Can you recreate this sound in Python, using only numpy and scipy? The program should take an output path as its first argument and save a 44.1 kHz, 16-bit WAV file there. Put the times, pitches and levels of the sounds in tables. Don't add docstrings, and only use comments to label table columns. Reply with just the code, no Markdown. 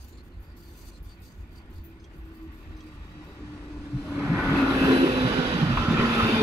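import sys
import numpy as np
from scipy import signal
from scipy.fft import rfft, irfft, next_fast_len
from scipy.io import wavfile
from scipy.ndimage import uniform_filter1d, map_coordinates

SR = 44100
rng = np.random.default_rng(int(sys.argv[2]) if len(sys.argv) > 2 else 0)


def undo_db(level):
    steps = np.asarray(level, float) / 20
    return 10 ** steps


def wav_out(sig):
    wavfile.write(sys.argv[1], SR, np.round(np.clip(np.atleast_2d(sig).T, -1, 1) * 32767).astype(np.int16))


N = 283284
ABREAST_DB = -32


def unit(x):
    return x / np.sqrt(np.mean(x ** 2) + 1e-20)


def along(points, hz):
    f, v = np.transpose(points)
    return np.interp(np.log(hz + 1), np.log(f + 1), v)


def curves(rows):
    s, *cols = np.transpose(rows)
    return [np.interp(np.arange(N) / SR, s, c) for c in cols]


def wobble(rate):
    coarse = np.arange(0, N + 32, 32)
    knots = rng.standard_normal(int(N * rate / SR) + 4)
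    return np.interp(np.arange(N), coarse, map_coordinates(knots, [coarse * rate / SR]))


def filtered(x, response):
    m = next_fast_len(N + 8192)
    return irfft(rfft(x, m) * response(np.fft.rfftfreq(m, 1 / SR)), m)[..., :N]


def tone(hz):
    return np.sqrt(2) * np.sin(2 * np.pi * np.cumsum(hz) / SR)


def swells(at_s, db, rise_s, fall_s, hold_s=0):
    coarse = np.arange(0, N + 32, 32)
    t = coarse / SR - np.c_[at_s]
    u = np.minimum(t, 0) / np.c_[rise_s] + np.maximum(t - np.c_[hold_s], 0) / np.c_[fall_s]
    return np.interp(np.arange(N), coarse, (undo_db(np.c_[db]) * np.exp(-u ** 2)).sum(axis=0))


def placed(rows, shape, length_s):
    out, t = np.zeros(N + SR), np.arange(int(length_s * SR)) / SR
    for s, *settings in rows:
        out[round(s * SR):][:len(t)] += shape(t, *settings)
    return out[:N]


def singing(modes):
    out = np.zeros((2, N))
    drive = rng.standard_normal((2, N))
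    for s0, s1, hz, width, db in modes:
        span = slice(round(s0 * SR), min(round(s1 * SR), N))
        pole = np.exp((-1.5 * np.pi * width + 2j * np.pi * hz) / SR)
        a, b = signal.lfilter([1], [1, -2 * pole, pole ** 2], drive[:, span]).imag
        swell = np.abs(np.sin(np.pi * (np.arange(N)[span] / SR - s0) / (s1 - s0))) ** 0.69
        out[:, span] += undo_db(db) * swell * unit(np.array([a + .5 * b, a - .5 * b]))
    return out


# frequency in Hz, correlation from 0 to 1.
PORT_LIKENESS = [(30, 0.92), (60, 0.98), (150, .975), (300, .97), (600, 0.87), (1050, .78), (1500, .5),
                 (2100, .6), (3000, 0.6), (5000, 0.3), (10000, 0.085)]


def rush(spectrum, patchy_db, alike=PORT_LIKENESS, modes_db=0):
    z = signal.stft(rng.standard_normal((2, N), dtype=np.float32), nperseg=512)[2]
    field = uniform_filter1d(rng.standard_normal(z.shape[1:]), size=3, axis=0)
    field = uniform_filter1d(field, size=10, axis=1)
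    patches = undo_db(patchy_db * unit(field)).astype(np.float32)
    pair = signal.istft(z * patches, nperseg=512)[1][:, :N]
    spacing_hz = 28
    comb = rng.standard_normal(SR // spacing_hz)

    def mid_side(hz):
        turn = np.arccos(np.clip(along(alike, hz), -1, 1)) / 2
        modes = modes_db * np.interp(hz / spacing_hz, np.arange(len(comb)), comb)
        return undo_db(along(spectrum, hz) + modes) * [np.cos(turn), np.sin(turn)]

    mid, side = filtered(pair, mid_side)
    return unit(np.array([mid + side, mid - side]))


# frequency in Hz, density in dB per Hz.
RUMBLE = [(18, -18), (28, -15), (40, -2.5), (50, -1.5), (65, -6), (85, -5.5), (105, -21), (140, -35),
          (220, -120)]
SLEEPER = [(50, -30), (85, -2.5), (151, 0), (199, -2), (220, -9), (290, -11), (480, -120)]
BODY = [(190, -120), (210, 5), (330, 4.5), (400, 0), (480, -7.5), (600, -11), (760, -120)]
# centre in seconds, level in dB.
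LUMPS = [(.4, -52), (1.05, -46), (1.39, -42), (1.78, -42), (2.22, -45), (2.45, -58), (2.7, -43), (3.0, -46),
         (3.8, -45), (3.98, -41), (4.46, -36), (4.85, -55), (5.3, -52), (5.6, -39), (5.78, -30.5),
         (6.01, -31), (6.24, -38)]
# centre in seconds, level in dB.
DRUMS = [
    (4.31, -31.5),
    (4.5, -39),
    (5.7, -34),
    (5.9, -32),
    (6.01, -38),
    (6.27, -55),
]


def ground():
    near_db, load_db = curves(ROLL)[0] - ABREAST_DB, curves(GEARS)[0] - ABREAST_DB
    lead_s = 0.22
    ahead_db = np.interp(np.arange(N) + lead_s * SR, np.arange(N), near_db)
    lump_s, drum_s = 0.036, 0.063
    rumble = undo_db(-40 + 0.23 * near_db) + swells(*np.transpose(LUMPS), lump_s, 1.3 * lump_s)
    sleeper = undo_db(-35 + 0.71 * ahead_db) + swells(*np.transpose(DRUMS), drum_s, drum_s)
    low = rumble * rush(RUMBLE, patchy_db=-1.0)
    low = low + sleeper * undo_db(1.1 * wobble(18)) * rush(SLEEPER, patchy_db=-1.5)
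    body_db = -33.5 + 0.71 * near_db + 0.2 * load_db + 4.0
    return low + undo_db(body_db) * rush(BODY, patchy_db=3.0)


# frequency in Hz, density in dB per Hz.
CRISP = [(6060, -37), (10300, -9), (10800, 2), (12200, 4.5), (14300, 2.5), (15400, 1)]


def crisp_noise():
    return rush(CRISP, patchy_db=1.5, alike=[(3000, 0.19), (9000, 0.023)], modes_db=3.0)


# frequency in Hz, density in dB per Hz.
DULL = [(1200, -50), (2200, -21), (3000, -7), (3220, -15), (3520, -3.5), (3820, -9), (4580, -2),
        (5460, -10.5), (6680, -8), (7620, -11), (8220, -15.5), (8860, -8.5), (9320, -14.5), (10000, -24),
        (13000, -48), (22000, -120)]


def dull_noise():
    return rush(DULL, patchy_db=2.5, alike=[(3000, 0.19), (9000, 0.023)], modes_db=2.0)


# start in seconds, hold in seconds, crisp level in dB, dull level in dB.
RUSTLE = [(0.012, 0.11, -69, -64.5), (0.143, 0.052, -94, -69), (0.25, 0.026, -73, -77),
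          (0.42, .05, -68.5, -77), (0.58, 0.22, -63, -66), (0.785, 0.13, -64, -61.5),
          (0.94, 0.034, -92, -65), (1.058, 0.079, -67, -64.5), (1.235, 0.089, -66, -63.5),
          (1.363, 0.099, -77, -80), (1.524, 0.075, -72, -71), (1.738, 0.059, -71, -69),
          (1.847, .05, -82, -88), (1.966, .08, -98, -83), (2.175, 0.11, -71, -89), (2.35, 0.1, -71, -86),
          (2.54, 0.15, -71, -78), (2.786, 0.17, -76, -73), (3.05, 0.087, -80, -85),
          (3.247, 0.083, -73, -89)]
# start in seconds, peak in dB.
CREASES = [(0.0258, -59), (0.0403, -52), (0.0827, -50), (0.7771, -54), (1.2201, -56), (1.737, -58),
           (1.8517, -61), (1.8996, -61), (0.2344, -67), (0.399, -61), (0.5641, -62), (0.634, -63),
           (0.7627, -55), (0.8515, -55), (1.0286, -50), (1.2017, -58), (1.5194, -63), (1.7005, -60),
           (1.8407, -52), (2.3431, -72), (2.5192, -62)]
# start in seconds, end in seconds, frequency in Hz, width in Hz, level in dB.
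SQUEAKS = [(.02, .14, 4600, 252, -84), (.12, .165, 4200, 250, -64), (.17, .22, 4250, 250, -59),
           (.31, .37, 4200, 400, -70), (1.09, 1.14, 3700, 150, -66), (1.09, 1.145, 4650, 200, -58),
           (.72, .92, 4600, 200, -68), (.42, .56, 4700, 204, -69), (.6, .72, 4500, 200, -64),
           (.91, .99, 4150, 200, -59), (1.04, 1.18, 4550, 200, -65), (1.24, 1.33, 4460, 300, -65),
           (1.54, 1.63, 4600, 250, -64), (1.72, 1.84, 4530, 250, -68), (.04, .18, 7000, 400, -66),
           (.6, 1.0, 6100, 250, -68), (1.22, 1.36, 6330, 250, -69), (1.83, 1.9, 14700, 500, -58)]


def jacket():
    start_s, hold_s, crisp_db, dull_db = np.transpose(RUSTLE)

    def rub(db, rest_db, holds):
        fall_s = 0.014 + (1 - holds) * hold_s
        return undo_db(rest_db) + swells(start_s, db, 0.015, fall_s, holds * hold_s)

    grain = 1.6 * wobble(150) + 1.5 * wobble(35)
    snap = lambda t, db: undo_db(db - 10 - 60 * t / 0.13) + undo_db(db - 14 - 60 * t / 0.02)
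    snaps = placed(CREASES, snap, 0.1)
    crisp = (rub(crisp_db, -78.5, 0.33) * undo_db(-2.5 + grain) + snaps) * crisp_noise()
    dull = (rub(dull_db, -74, 0.73) * undo_db(-1.5 + grain) + 0.067 * snaps) * dull_noise()
    return crisp + dull + undo_db(-3.0 + 1.9 * wobble(69.7) + grain) * singing(SQUEAKS)


# start in seconds, peak in dB.
TAPS = [
    (2.041, -52),
    (2.2344, -69),
    (2.804, -50.5),
]
# start in seconds, peak in dB.
CLINKS = [
    (1.9969, -62),
    (2.765, -60),
]
# frequency in Hz, level in dB, 60 dB decay in seconds.
BUCKLE = [(3280, 8, .06), (3500, 0, .04), (3890, 3, .05), (4330, 3, .04), (5130, 2, .04), (5680, 1, .06),
          (6030, 0, .05), (6330, -2, .09), (7500, -6, .06), (8060, -8, .05)]
PIN = [(4200, 9, .06), (5000, 9, .06), (5680, -4, .08), (6160, 5, 0.19), (7160, -4, .05), (8470, -8, .08)]


def strap_buckle():
    def ring(modes):
        def strike(t, db):
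            parts = [undo_db(level + rng.normal(0, 1.9) - 60 * t / t60) * np.sin(2 * np.pi * hz * t)
                     for hz, level, t60 in modes]
            return undo_db(db - 9.5) * sum(parts) * (1 - np.exp(-t / .002))
        return strike

    metal = placed(TAPS, ring(BUCKLE), 0.1) + placed(CLINKS, ring(PIN), 0.1)
    brush = placed([*TAPS, *CLINKS], lambda t, db: undo_db(db - 16 - 60 * t / 0.088), 0.1)
    return metal + brush * dull_noise()


# start in seconds, peak in dB.
SPARKS = [
    (4.6144, -52),
    (4.8444, -46),
    (6.2244, -51),
]


def collector():
    crackle = placed(SPARKS, lambda t, db: undo_db(db - 5 - 60 * t / 0.05), 0.1)
    return crackle * (crisp_noise() + 0.067 * dull_noise())


# start in seconds, peak in dB, frequency in Hz, hold in seconds.
JOINTS = [(3.931, -24, 131, 0.034), (4.283, -21.5, 139, 0.028), (4.305, -18, 169, 0.024),
          (4.507, -18.5, 171, 0.014), (4.527, -18.5, 179, 0.012), (4.836, -22, 179, 0.01),
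          (5.234, -21.5, 124, 0.038), (5.383, -20.5, 163, 0.011), (5.536, -23, 173, 0.028),
          (5.618, -15, 151.4, 0.024), (5.676, -28, 130, .006), (5.816, -23, 139, 0.01),
          (5.882, -11, 154, 0.0042), (5.903, -28, 166.3, 0.094), (5.982, -18.5, 121, 0.012),
          (6.229, -17, 111, 0.0086), (6.246, -24, 126, 0.0068)]
# start in seconds, peak in dB, 60 dB decay in seconds.
KNOCKS = [
    (5.772, -13.5, 0.05),
    (5.97, -20, 0.053),
    (5.997, -18.5, 0.05),
    (6.2008, -17, 0.05),
]
# frequency in Hz, density in dB per Hz.
KNOCK = [(300, -30), (700, -14), (1200, 5), (1700, -8), (2500, -6), (3200, -14), (6000, -46)]


def joints():
    def thump(t, db, hz, hold_s):
        swell = (1 - np.exp(-t / 0.0034)) * undo_db(-60 * np.maximum(t - hold_s, 0) / 0.057)
        ring = np.sin(2 * np.pi * hz * t) + 0.4 * np.sin(2 * np.pi * 1.4 * hz * t)
        return undo_db(db) * ring * swell

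    knock = lambda t, db, t60: undo_db(db - 5 - 60 * t / t60) * (1 - np.exp(-t / .001))
    return placed(JOINTS, thump, 0.5) + placed(KNOCKS, knock, 0.5) * rush(KNOCK, patchy_db=-1.0)


# start in seconds, end in seconds, frequency in Hz, width in Hz,
# level in dB.
WHINE = [(2.0, 4.1, 1165, 70, -63), (2.1, 4.1, 1890, 110, -65), (2.1, 4.3, 2620, 110, -68),
         (2.4, 4.0, 3890, 130, -70), (5.35, 5.65, 3830, 70, -52), (4.33, 4.52, 1490, 60, -34),
         (4.45, 4.8, 1380, 110, -36), (4.65, 5.05, 1620, 170, -33.5), (5.2, 5.7, 1480, 90, -38),
         (4.3, 4.65, 1980, 110, -41), (4.4, 5.35, 420, 130, -33), (4.4, 5.3, 2640, 160, -43),
         (4.9, 5.9, 4850, 120, -56), (5.6, 6.5, 1330, 120, -34), (6.17, 6.26, 1310, 90, -33),
         (5.66, 5.9, 1330, 250, -41), (4.5, 4.68, 1480, 120, -38), (4.15, 4.35, 1250, 300, -47),
         (4.55, 4.66, 2600, 120, -42), (4.74, 4.9, 2620, 140, -43), (6.22, 6.34, 2620, 120, -40),
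         (4.35, 4.95, 1280, 250, -36), (5.85, 6.12, 340, 120, -32), (5.3, 5.45, 420, 60, -35),
         (5.7, 6.5, 1045, 50, -38), (5.72, 5.86, 2600, 200, -42), (5.94, 6.03, 2500, 220, -35.5),
         (6.03, 6.36, 2600, 220, -35.5), (6.15, 6.6, 2420, 160, -37.5), (4.13, 4.45, 2100, 350, -46),
         (4.8, 5.3, 2600, 200, -43), (6.1, 6.7, 3560, 130, -37.5), (6.15, 6.7, 4740, 70, -46),
         (6.1, 6.5, 4410, 60, -52), (5.7, 6.7, 6840, 90, -64), (3.98, 4.35, 615, 15, -50),
         (4.03, 4.4, 540, 15, -51), (4.05, 4.45, 1120, 220, -46)]
# time in seconds, frequency in Hz, level in dB.
SQUEAL = [(2.9, 4090, -110), (3.7, 4090, -77), (4.05, 4090, -65), (4.3, 4085, -62), (4.52, 4080, -61),
          (4.6, 4075, -50.5), (4.72, 4065, -52), (4.82, 4060, -54), (4.93, 4040, -43), (5.03, 4020, -44),
          (5.08, 4005, -51), (5.2, 3985, -43.5), (5.3, 3975, -49), (5.5, 3960, -48), (5.7, 3935, -54),
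          (5.95, 3900, -58)]


def whine():
    hz, db = curves(SQUEAL)
    upper = undo_db(2.5 * wobble(35)) * tone(hz + 11 * wobble(70))
    lower = undo_db(-4 + 2.5 * wobble(45)) * tone(hz - 120 + 22 * wobble(70))
    return undo_db(1.1 * wobble(20)) * singing(WHINE) + undo_db(db - 1.5) * (upper + lower)


# time in seconds, nearness as rail level in dB, view under the skirts in dB.
ROLL = [(0, -62, -2), (1.9, -61.5, -1), (2.8, -59.5, 2.5), (3.65, -53.5, -3), (3.92, -53, -3),
        (4.08, -49, 0), (4.24, -39, -9.5), (4.38, -32, -14.5), (4.58, -31, -7), (4.77, -31, -3.5),
        (4.94, -30, -2.5), (5.1, -31.5, 0), (5.4, -32, 0.5), (5.63, -34, 1.5), (5.78, -34.5, 0),
        (5.95, -33.5, 1), (6.15, -31, 1), (6.42, -30.5, 0)]
# frequency in Hz,
# density in dB per Hz.
RAIL = [(320, -24), (550, -2.5), (760, -2.5), (1040, -2), (1330, -3.5), (1530, -2), (1770, -4),
        (2100, -8.5), (2730, -16), (4620, -120)]
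WHEEL = [(1060, -50), (1800, 4.5), (2160, -2), (2610, -0.5), (3070, -9.5), (3300, -6), (4290, -46),
         (7260, -120)]
WEB = [(1820, -13.5), (3100, 3.5), (3970, -0.5), (4350, -6), (4850, -4.5), (5350, -11.5), (6880, -19),
       (7410, -36), (8200, -39), (10700, -60), (18000, -120)]
HISS = [(4590, -31), (7800, -6.5), (8280, -14.5), (9160, -3), (9940, -9.5), (10800, -1.5), (11400, -4),
        (15300, -18)]
SIZZLE = [(3000, -43), (4500, 2.5), (6000, -6), (8800, -12.5), (10000, -16.5), (13000, -34)]
# centre in seconds, level in dB.
AXLES = [
    (4.58, -41),
    (4.85, -57),
    (5.22, -61),
    (5.74, -48),
    (6.01, -37.5),
    (6.2, -37),
    (6.3, -61),
]
# centre in seconds, level in dB, half length in seconds.
SHOES = [
    (4.1, -72, .15),
    (4.945, -62.5, 0.23),
    (6.3, -71, .15),
]


def rolling():
    near_db, view_db = curves(ROLL)
    chatter = 0.5 * wobble(12) + 0.67 * wobble(45)

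    def heard(db, grows, view):
        return undo_db(ABREAST_DB + db + grows * (near_db - ABREAST_DB) + view * view_db + chatter)

    axle_s = 0.07
    rim_gain = heard(-11, 0.79, 0.53) + swells(*np.transpose(AXLES), axle_s, 0.66 * axle_s)
    at_s, shoe_db, half_s = np.transpose(SHOES)
    hiss_gain = heard(-26.5, 1.9, 0.44) + swells(at_s, shoe_db, half_s, half_s)
    rail = heard(0.94, 1.0, 0) * rush(RAIL, patchy_db=0.74, modes_db=1.5)
    rims = rim_gain * rush(WHEEL, patchy_db=3.0, modes_db=1.5)
    webs = heard(-4.5, 1.12, 0.69) * rush(WEB, patchy_db=1.0, modes_db=2.5)
    hiss = hiss_gain * rush(HISS, patchy_db=2.0, modes_db=1.5)
    arriving = np.clip(np.arange(N) / SR / 5.1, 0, 1) ** 3
    sizzle_gain = arriving * heard(-55.5 - ABREAST_DB, 0.11, 0)
    return rail + rims + webs + hiss + sizzle_gain * rush(SIZZLE, patchy_db=1.3, modes_db=2.5)


# time in seconds, frequency in Hz.
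MESH = [(0, 349), (.8, 343), (1.6, 333), (2.4, 322.5), (3, 308.5), (3.6, 297.5), (4.2, 286.5), (4.8, 269),
        (5.2, 255.5), (5.6, 243), (6, 236), (6.42, 222.5)]
# time in seconds, mesh level in dB.
GEARS = [(0, -65), (1.7, -62), (2.3, -54), (3.0, -58.5), (3.33, -58), (3.55, -47), (3.85, -41),
         (4.05, -44.5), (4.2, -27), (4.42, -65), (4.68, -29), (4.92, -22), (5.06, -22), (5.45, -36),
         (5.7, -42), (5.9, -23), (6.05, -44), (6.42, -37)]
# centre in seconds, level in dB.
THROBS = [(4.25, -30.5), (4.33, -31), (4.4, -35), (4.47, -28.5), (4.525, -32), (4.585, -22.5),
          (4.64, -26.5), (4.7, -24.5), (4.77, -27.5), (4.83, -26.5), (4.89, -25), (4.935, -23.5),
          (5.01, -27), (5.09, -31), (5.17, -31), (5.205, -29), (5.245, -28), (5.39, -29), (5.45, -50),
          (5.55, -37.5), (5.62, -32), (5.7, -30.5), (5.819, -30), (5.9, -28), (5.99, -27), (6.049, -23),
          (6.12, -25.5), (6.19, -25.5), (6.27, -26), (6.23, -37), (6.34, -22.5), (6.41, -23.5)]
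# centre in seconds, level in dB.
IN_STEP = [(.9, -67), (1.88, -57), (2.02, -62), (2.32, -56), (2.45, -45), (2.76, -48), (2.87, -51),
           (3.2, -52), (3.42, -51.5), (3.52, -46.5), (3.99, -36.5)]
# centre in seconds, level in dB, half length in seconds.
STRAIN = [
    (4.414, -42, 0.49),
    (4.75, -35.5, 0.22),
    (5.5, -41, 0.15),
    (6.093, -52, 0.063),
]
# centre in seconds, level in dB, half length in seconds.
DRIVES = [
    (4.324, -55, 0.092),
    (4.82, -40, .08),
    (5.02, -36, 0.089),
    (5.204, -32.5, 0.096),
    (5.483, -38, 0.16),
    (6.084, -38.5, 0.1),
    (6.3, -34, 0.098),
    (6.43, -25, 0.037),
]


def gears():
    hz = curves(MESH)[0] * (1 + 0.0033 * wobble(16))
    steady_db = curves([(4.15, 0), (4.3, -17)])[0]
    db = curves(GEARS)[0] + steady_db
    bites = swells(*np.transpose(THROBS), 0.028, 0.028)
    in_step = swells(*np.transpose(IN_STEP), 0.045, 0.79 * 0.045)
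    haze = wobble(70) * tone(hz) + wobble(70) * tone(hz + 25 * wobble(9))
    mesh = (undo_db(db) + bites + in_step) * undo_db(1.0 * wobble(19)) * (tone(hz) + undo_db(-16) * haze)
    teeth = 18
    sides = tone(hz * (1 - 1 / teeth))
    sides = sides + undo_db(-24) * tone(hz * (1 - 2 / teeth)) + undo_db(-5.5) * tone(hz * (1 + 2 / teeth))
    at_s, strain_db, span_s = np.transpose(STRAIN)
    side_gain = undo_db(db - 17 - 0.5 * wobble(6.5)) + swells(at_s, strain_db, span_s, span_s)
    s, octave_db, half_s = np.transpose(DRIVES)
    octave = undo_db(1.4 * wobble(18)) * tone(2 * hz + 16 * wobble(45))
    return mesh + side_gain * sides + swells(s, octave_db, half_s, half_s) * octave


# time in seconds, samples by which left lags right.
LAG = [(0, -6), (2.5, -7.5), (3.9, -4.5), (4.25, 0), (4.6, -2.5), (5, 10), (5.55, 10.5), (5.9, 3),
       (6.42, 8)]
# frequency in Hz, radians by which right leads.
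CASING = [(1500, 2.5), (1720, 2.6), (2070, 2), (2410, .1), (2760, -1.4), (3100, -3), (3620, -4.3),
          (4130, -6.8), (5860, -12)]
# time in seconds, left minus right in dB.
PAN = [(0, -2), (4.2, 0), (5, 0), (5.4, -4), (6.42, 0)]


def passing(x):
    half = curves(LAG)[0] / 2
    share = lambda hz: np.clip((hz - 1550) / 100 + .5, 0, 1)
    low = filtered(x, lambda hz: 1 - share(hz))
    high = filtered(x, lambda hz: share(hz) * np.exp(1j * along(CASING, hz) * [[-.5], [.5]]))
    left = np.interp(np.arange(N) - half, np.arange(N), low[0])
    right = np.interp(np.arange(N) + half, np.arange(N), low[1])
    return (high + [left, right]) * undo_db(curves(PAN)[0] * [[.5], [-.5]])


def scene():
    tram = ground() + joints() + whine() + rolling() + gears()
    return jacket() + strap_buckle() + collector() + passing(tram)


def band_limit(x):
    return signal.sosfilt(signal.butter(12, 15750, fs=SR, output="sos"), x)


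# frequency in Hz, left minus right in dB.
PORTS = [(60, 1), (500, 0.3), (1000, 1), (2000, 0.5), (2800, -3), (4000, 3.5), (6000, -5.5), (7500, 4.5),
         (8500, 9), (15000, 7)]
# time in seconds, share lost from 13.1 to 14.4 kHz, share lost above.
LOST_TREBLE = [(5.21, 0, 0), (5.25, 1, 1), (5.53, 1, 1), (5.56, 0, 1), (5.69, 0, 1), (5.71, 0, 0)]


def record(dry):
    heard = filtered(dry, lambda hz: undo_db(along(PORTS, hz) * [[.5], [-.5]]) * (hz < 15750))
    split = lambda hz: np.array([[(hz > 13100) & (hz <= 14400)], [hz > 14400]])
    lost = np.array(curves(LOST_TREBLE))[:, None] * filtered(heard, split)
    mix = heard - lost.sum(axis=0)
    return band_limit(mix)


dry = scene()
out = record(dry)
wav_out(out)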